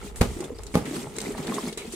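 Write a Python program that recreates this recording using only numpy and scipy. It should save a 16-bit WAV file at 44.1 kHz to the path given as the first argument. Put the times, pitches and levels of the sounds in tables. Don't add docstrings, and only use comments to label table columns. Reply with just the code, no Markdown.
import sys
import numpy as np
from scipy import signal
from scipy.fft import rfft, irfft, next_fast_len
from scipy.io import wavfile
from scipy.ndimage import uniform_filter1d, map_coordinates

SR = 44100
rng = np.random.default_rng(int(sys.argv[2]) if len(sys.argv) > 2 else 0)


def wav_record(signal):
    frames = np.transpose(np.atleast_2d(signal))
    bounded = np.clip(frames, -1, 1)
    quanta = np.round(bounded * 32767).astype(np.int16)
    wavfile.write(sys.argv[1], SR, quanta)


def ratio_of_db(decibels):
    return 10 ** (np.asarray(decibels, float) / 20)


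N = 85995
EAR_LAG_SAMPLES = 4


def unit(x):
    return x / np.sqrt(np.mean(x ** 2) + 1e-20)


def along(points, hz):
    f, v = np.transpose(points)
    return np.interp(np.log(hz + 1), np.log(f + 1), v)


def curves(rows):
    s, *cols = np.transpose(rows)
    return [np.interp(np.arange(N) / SR, s, c) for c in cols]


def wobble(rate_hz):
    knots = rng.standard_normal(int(N * rate_hz / SR) + 4)
    return map_coordinates(knots, [np.arange(N) * rate_hz / SR])


def filtered(x, response):
    m = next_fast_len(N + SR // 2)
    return irfft(rfft(x, m) * response(np.fft.rfftfreq(m, 1 / SR)), m)[..., :N]


def peak(f, hz, width_hz):
    return 1j * f * width_hz / (hz * hz - f * f + 1j * f * width_hz)


def spread(pair, spectrum, alike):
    def response(hz):
        turn = np.arccos(np.clip(along(alike, hz), -1, 1)) / 2
        return ratio_of_db(along(spectrum, hz)) * [np.cos(turn), np.sin(turn)]

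    mid, side = filtered(pair, response)
    return unit(np.array([mid + side, mid - side]))


def grains(per_s, spread_db):
    level_db = spread_db * np.minimum(rng.exponential(size=(2, N)), 2.5)
    size = ratio_of_db(level_db) * rng.standard_normal((2, N))
    return unit(size * (rng.random((2, N)) < per_s / SR))


def add(out, x, s):
    part = out[..., round(s * SR):][..., :x.shape[-1]]
    part += x[..., :part.shape[-1]]


# frequency in Hz, left-right likeness.
NEAR_ALIKE = [(300, 0.84), (1500, 0.39), (8000, 0.1)]


def snap_noise(spectrum):
    left, right = spread(rng.standard_normal((2, N)), spectrum, NEAR_ALIKE)
    return np.array([np.roll(left, EAR_LAG_SAMPLES), right])


# start in seconds, level in dB, contact in ms, crack level in dB, crack t60 in seconds.
BLOWS = [(.2065, -7, 17, -29, 0.085), (.2116, -12.5, 1.57, -11, 0.012), (.2137, -5, 2.4, -13, 0.013),
         (.2174, -11, 1.68, -9, 0.0065), (.238, -11.5, 12, -41, 0.033), (.7398, -32, 1.4, -23.5, 0.15),
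         (.7545, -12, 0.44, -6, 0.0042), (.7665, -22, 3.6, -38, 0.018), (.771, -18, 1.8, -30, 0.17),
         (.815, -34, 0.92, -47, .03), (.823, -29, 3, -43, .03)]
# frequency in Hz, level in dB, t60 in seconds.
SHELL = [(127, -12, 0.021), (215, 9, 0.025), (293, -4, 0.041), (396, -7.5, 0.026), (475, 10.5, 0.014),
         (630, -3, 0.052), (826, -9, 0.084), (867, -8, 0.063), (1200, -1, 0.031), (1540, -34, 0.026),
         (1944, -27, 0.016), (1090, -5, 0.024)]
# frequency in Hz, level in dB, t60 in seconds.
BASE = [(63, 8, 0.073), (99, 2.5, 0.04), (265, 4, 0.017), (1060, -14, .04)]
# start in seconds, level in dB, t60 in seconds.
DUST = [
    (0.214, -22, 0.18),
    (0.751, -30.5, 0.18),
]
# frequency in Hz, level in dB per Hz.
CRACK = [(350, -5.5), (600, -8.5), (2900, -21.5), (6700, -26.5), (9600, -26), (15500, -40)]
# frequency in Hz, left-right likeness.
ALIKE = [(100, 1), (220, 0.96), (400, 0.92), (1000, 0.23), (4000, 0.36), (12000, 0.058)]


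def knocks():
    body, crack, dust = np.zeros((3, N))
    t = np.arange(SR // 3) / SR
    shell = sum(ratio_of_db(db - 60 * t / t60) * np.sin(2 * np.pi * hz * t) for hz, db, t60 in SHELL)
    shell = signal.lfilter(*signal.butter(2, 95, "high", fs=SR), shell)
    drum = sum(ratio_of_db(db - 60 * t / t60) * np.sin(2 * np.pi * hz * t) for hz, db, t60 in BASE)
    for k, (s, db, contact_ms, crack_db, t60) in enumerate(BLOWS):
        u = t[:800] / (contact_ms / 4000)
        push = u * np.exp(-u)
        way = -1 if k == 0 else 1
        ring = signal.fftconvolve(shell + (k == 1) * drum, push / push.sum())
        add(body, way * ratio_of_db(db - 3.0) * ring, s)
        add(crack, ratio_of_db(crack_db - 60 * t / t60) * np.tanh(t / (0.031 * t60)), s)
    for s, db, t60 in DUST:
        add(dust, ratio_of_db(db - 60 * t / t60) * np.tanh(t / 0.0027), s)
    body = np.array([np.roll(body, EAR_LAG_SAMPLES), body]) * ratio_of_db([[-.7], [.7]])
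    dusty = dust * spread(rng.standard_normal((2, N)), CRACK, ALIKE)
    return body + crack * snap_noise(CRACK) + dusty


# time in seconds, body push in dB, grit level in dB.
DRAG = [(0, -45.5, -53.5), (.07, -44.5, -44), (.135, -50.5, -60.5), (.26, -45, -45.5), (.45, -40, -49),
        (.51, -50, -57.5), (.71, -50.5, -54.5), (.83, -43, -51), (.96, -38.5, -39.5), (1.12, -46, -51),
        (1.28, -38.5, -40.5), (1.35, -42, -48.5), (1.4, -39, -44), (1.56, -37, -41), (1.685, -41.5, -41),
        (1.76, -52, -57.5), (1.81, -44, -49.5), (1.95, -50, -45.5)]
# frequency in Hz, width in Hz, level in dB.
HOLLOW = [(144.5, 32.4, -2.5), (202.5, 21, 1.5), (268, 31.2, -1), (341, 28.5, -3), (412.7, 11, 4.5),
          (457, 23.2, -3.5), (833, 413, -16.5), (1349, 148, -19), (2030, 400, -26.5)]
# frequency in Hz, level in dB per Hz.
GRIT = [(900, -16.5), (2200, -13), (3800, -12), (5500, -15), (8300, -11), (11500, -20), (15600, -27.5),
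        (16500, -53)]


def drag():
    push_db, grit_db = curves(DRAG)
    slip_wobble_db, hiss_wobble_db, patch_db, pebble_db = .8, 1, 2, -7.5
    low_grows = 0.38
    slips = grains(900, spread_db=2.5) + 0.19 * rng.standard_normal((2, N))
    slips = slips * ratio_of_db(slip_wobble_db * wobble(29.72))

    def ring(modes):
        def response(f):
            return sum((-1) ** k * ratio_of_db(db) * peak(f, hz, width_hz)
                       for k, (hz, width_hz, db) in enumerate(modes))

        return spread(filtered(slips, response), [(60, -36), (130, -5.0), (3000, 4.0), (6000, -30)], ALIKE)

    body = ratio_of_db(low_grows * (push_db + 44) - 1.0) * ring(HOLLOW[:3]) + ratio_of_db(1) * ring(HOLLOW[3:])
    grit = grains(4000, spread_db=1.5) + 1.26 * rng.standard_normal((2, N))
    z = signal.stft(grit, nperseg=256)[2]
    patches = uniform_filter1d(rng.standard_normal(z.shape[1:]), 8, 0)
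    patches = unit(uniform_filter1d(patches, 5, 1))
    grit = signal.istft(z * ratio_of_db(patch_db * patches), nperseg=256)[1][:, :N]
    hiss = spread(grit, [(400, -17.5)] + GRIT, ALIKE)
    grit_level = ratio_of_db(grit_db + hiss_wobble_db * wobble(40.4))
    return ratio_of_db(push_db) * body + grit_level * (hiss + ratio_of_db(pebble_db) * pebbles())


def pebbles():
    count, centre_hz, decay_cycles = 500, 4626, 32
    when, pitch, size, pan, lag = rng.random((count, 5)).T[..., None]
    hz = np.clip(centre_hz * np.exp(1.67 * (pitch - .5)), 500, 14000)
    c = hz * np.arange(500) / SR
    level = ratio_of_db(-5 * np.log(1 - .97 * size) - 60 * c / decay_cycles / 2)
    ring = level * np.tanh(c / 2) * np.sin(2 * np.pi * c)
    at = (when * N).astype(int) + np.arange(500)
    ears = []
    for w in (0, 1):
        place = at + (w * 8 * lag).astype(int)
        heard = ring * (1 + w * (pan - .5))
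        ears.append(np.bincount(place.ravel(), heard.ravel(), N + 600)[:N])
    return unit(np.array(ears))


# start in seconds, peak in dB.
RAPS = [(.099, -43), (.323, -38), (.426, -35), (.496, -38.5), (.515, -41), (.593, -33.5), (.932, -29.5),
        (1.07, -29), (1.35, -29), (1.379, -41.5), (1.388, -36), (1.398, -30), (1.412, -41), (1.425, -36),
        (1.48, -25.5), (1.493, -30), (1.511, -34), (1.522, -25.5), (1.531, -37), (1.553, -42), (1.563, -39),
        (1.583, -23), (1.604, -44), (1.63, -41), (1.671, -34)]
# frequency in Hz, level in dB, t60 in seconds.
RIM = [(630, 2.5, .02), (823, -0.5, 0.031), (1010, -1.5, 0.032), (1256, -8.5, 0.05), (1555, 3, 0.0068),
       (2096, -9, 0.017)]


def raps():
    out, t = np.zeros((2, N)), np.arange(SR // 16) / SR
    hz, level_db, t60 = np.transpose(RIM)[..., None]
    draws = rng.standard_normal((len(RAPS), 3, len(RIM), 1))
    for (s, db), (balance, detune, pan) in zip(RAPS, draws):
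        tone = np.sin(2 * np.pi * hz * (1 + 0.054 * detune) * t)
        scrape = uniform_filter1d(rng.standard_normal(len(t)), size=12) * ratio_of_db(-60 * t / 0.0058)
        modes = ratio_of_db(level_db + 4.5 * balance - 60 * t / t60) * (tone + .5 * scrape)
        pair = np.array([modes.sum(0), (modes * ratio_of_db(1.4 * pan)).sum(0)])
        add(out, ratio_of_db(db - 7.5) * pair * np.tanh(t / 0.00039), s)
    return out


# start in seconds, level in dB, frequency in Hz, t60 in seconds.
STONES = [(.015, -36.5, 1360, 0.037), (.16, -41, 1785, 0.059), (.443, -38.5, 3520, .04),
          (.546, -53, 4760, 0.17), (.582, -43, 5000, 0.047), (.669, -41, 4270, 0.034),
          (.733, -38, 8300, .03), (.7398, -34, 2230, 0.055), (1.185, -31, 2140, 0.04),
          (1.342, -36.5, 1780, 0.026), (1.385, -55, 2050, .1), (1.47, -35.5, 3580, 0.022),
          (1.493, -34, 2290, 0.043), (1.539, -30, 3520, 0.032), (1.552, -35, 3500, 0.027),
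          (1.564, -38, 1970, 0.066), (1.582, -45, 3640, 0.034), (1.665, -35, 4280, 0.025),
          (1.684, -38.5, 2230, 0.12), (1.776, -36, 3910, 0.064)]


def stones():
    out, t = np.zeros((2, N)), np.arange(SR // 16) / SR
    roughness = 1.6
    for s, db, hz, t60 in STONES:
        drift = np.cumsum(rng.standard_normal((2, len(t))), 1) * roughness * np.sqrt(hz) / 1000
        ping = np.sin(2 * np.pi * hz * t + drift)
        add(out, ratio_of_db(db - 60 * t / t60) * np.tanh(t / 0.0005) * ping, s)
    return out


# start in seconds, peak in dB, frequency in Hz.
GULPS = [(0.365, -23.5, 331), (0.404, -22.5, 335), (0.442, -24.5, 358), (0.503, -22.5, 454),
         (0.517, -28.5, 262), (0.585, -33.5, 423), (0.877, -25, 259), (0.909, -22.5, 296),
         (0.934, -24.5, 338), (0.965, -25, 265), (0.98, -27, 227), (1.065, -28.5, 139), (1.18, -23, 413),
         (1.267, -23, 375), (1.286, -21, 264), (1.304, -21, 393), (1.391, -23.5, 249),
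         (1.395, -26.5, 142.6), (1.255, -42, 111), (0.06, -33.5, 387), (0.455, -35, 427), (1.515, -22, 383),
         (1.483, -20.5, 224), (1.538, -26.5, 277), (1.635, -21.5, 233), (1.67, -23, 205),
         (1.724, -31.5, 432), (1.772, -27.5, 402), (1.814, -31.5, 427), (1.852, -26.5, 414),
         (1.875, -27.5, 215), (1.936, -26, 353)]


def gulps():
    out, t = np.zeros((2, N)), np.arange(SR // 8) / SR
    decay_cycles, rise, gain_db, sway_db, lag_ms = 5.4, 0.028, 2.5, -0.5, 0.21
    ears = np.array([[.5], [-.5]])
    for (s, db, hz), (sway, side) in zip(GULPS, rng.standard_normal((len(GULPS), 2))):
        lag_s = lag_ms / 1000 * np.abs(side) * (.5 + np.sign(side) * ears)
        c = hz * np.maximum(t - lag_s, 0)
        level = ratio_of_db(db + gain_db - 20 * c / decay_cycles) * np.tanh(c / 0.93)
        ring = level * np.sin(2 * np.pi * c * (1 + rise * c / decay_cycles))
        add(out, ring * ratio_of_db(sway_db * sway * ears), s)
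    return out


# start in seconds, peak in dB, t60 in seconds, centre in Hz.
TICKS = [(0.1584, -32, 0.27, 9600), (0.308, -43.5, 0.31, 7260), (0.405, -27, 0.044, 7400),
         (.44, -32, 0.073, 8500), (0.586, -36, 0.046, 4800), (0.634, -29, 0.032, 8100),
         (0.666, -30.5, .04, 6900), (0.854, -30.5, 0.21, 2020), (0.964, -24.5, 0.04, 980),
         (1.159, -32, 0.025, 1400), (1.1645, -24.5, 0.031, 7260), (1.1845, -17, 0.027, 7650),
         (1.203, -22, 0.032, 4900), (1.215, -22, 0.027, 7500), (1.32, -31, 0.045, 8250),
         (1.3782, -27.5, 0.074, 1000), (1.47, -23, 0.035, 3600), (1.542, -24.5, 0.089, 7400),
         (1.681, -25, 0.023, 8900), (1.7266, -29.5, 0.069, 4340), (1.774, -21, 0.033, 8100),
         (1.777, -29.5, 0.25, 2600), (1.923, -30.5, 0.24, 8100)]


def ticks():
    out, t = np.zeros((2, N)), np.arange(SR // 6) / SR
    focus = 1.1
    noise = snap_noise([(700, -9.5)] + GRIT[1:])
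    for s, db, t60, hz in TICKS:
        n = noise[:, round(s * SR):][:, :len(t)]
        u = t[:n.shape[1]]
        b, a = signal.iirpeak(hz, 2.2, SR)
        burst = unit(unit(n) + focus * unit(signal.lfilter(b, a, n)))
        add(out, ratio_of_db(db - 6 - 60 * u / max(t60, .005)) * np.tanh(u / 0.00053) * burst, s)
    return out


# frequency in Hz, t60 in seconds.
WALLS = [(100, 0.38), (1000, 0.15), (10000, 0.18)]


def walls(x):
    hz, t, z = signal.stft(rng.standard_normal((2, SR // 2)), SR, nperseg=256)
    turn = np.arccos(np.clip(along(ALIKE, hz), -1, 1))[:, None] / 2
    z = np.cos(turn) * z[0] + np.sin(turn) * np.array([z[1], -z[1]])
    decay = ratio_of_db(-60 * t / along(WALLS, hz)[:, None])
    tail = signal.istft(z * decay, SR, nperseg=256)[1]
    late = np.pad(x, ((0, 0), (400, 0)))
    return signal.fftconvolve(late, tail / np.linalg.norm(tail[0]), axes=1)[:, :N]


# time in seconds, level in dB.
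WIND = [(0, -48), (.07, -48), (.15, -42.5), (.3, -44), (.45, -50.5), (.6, -44.5), (.9, -55), (1.14, -52),
        (1.3, -54.5), (1.6, -55), (1.95, -55.5)]
# frequency in Hz, level in dB per Hz.
RUMBLE = [(15, -6.5), (50, 3), (120, -9.5), (260, -55)]
# centre in seconds, peak in dB.
PUFFS = [(0.306, -24), (0.321, -27.5), (0.368, -26), (0.584, -40), (0.67, -29.5), (1.137, -44),
         (1.351, -33.5)]


def wind():
    level_db, = curves(WIND)
    puff_ms = 2
    low = spread(rng.standard_normal((2, N)), RUMBLE, [(30, 0.68), (100, 0.43)])
    t = np.arange(N) / SR
    puffs = np.zeros(N)
    for s, db in PUFFS:
        way = -1 if .33 < s < .6 else 1
        puffs += way * ratio_of_db(db) * np.exp(-((t - s) * 1000 / puff_ms) ** 2 / 2)
    puffs = puffs - uniform_filter1d(puffs, size=2000)
    return ratio_of_db(level_db + 4) * unit(ratio_of_db(0.94 * wobble(13.2)) * low) + puffs


def scene():
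    near = knocks() + raps() + stones() + gulps() + ticks()
    return near + ratio_of_db(-11.0) * walls(near) + drag() + wind()


def roll_off(x):
    return signal.sosfilt(signal.butter(12, 16670, fs=SR, output="sos"), x)


def record(dry):
    low_cut_hz, band_hz, ceiling = 33, 15850, .74

    def band(hz):
        return np.where(hz < band_hz, 1, ratio_of_db(-24)) / np.sqrt(1 + (low_cut_hz / (hz + 1)) ** 4)

    heard = filtered(dry, band)
    return roll_off(heard / (1 + (heard / ceiling) ** 4) ** (1 / 4))


dry = scene()
out = record(dry)
wav_record(out)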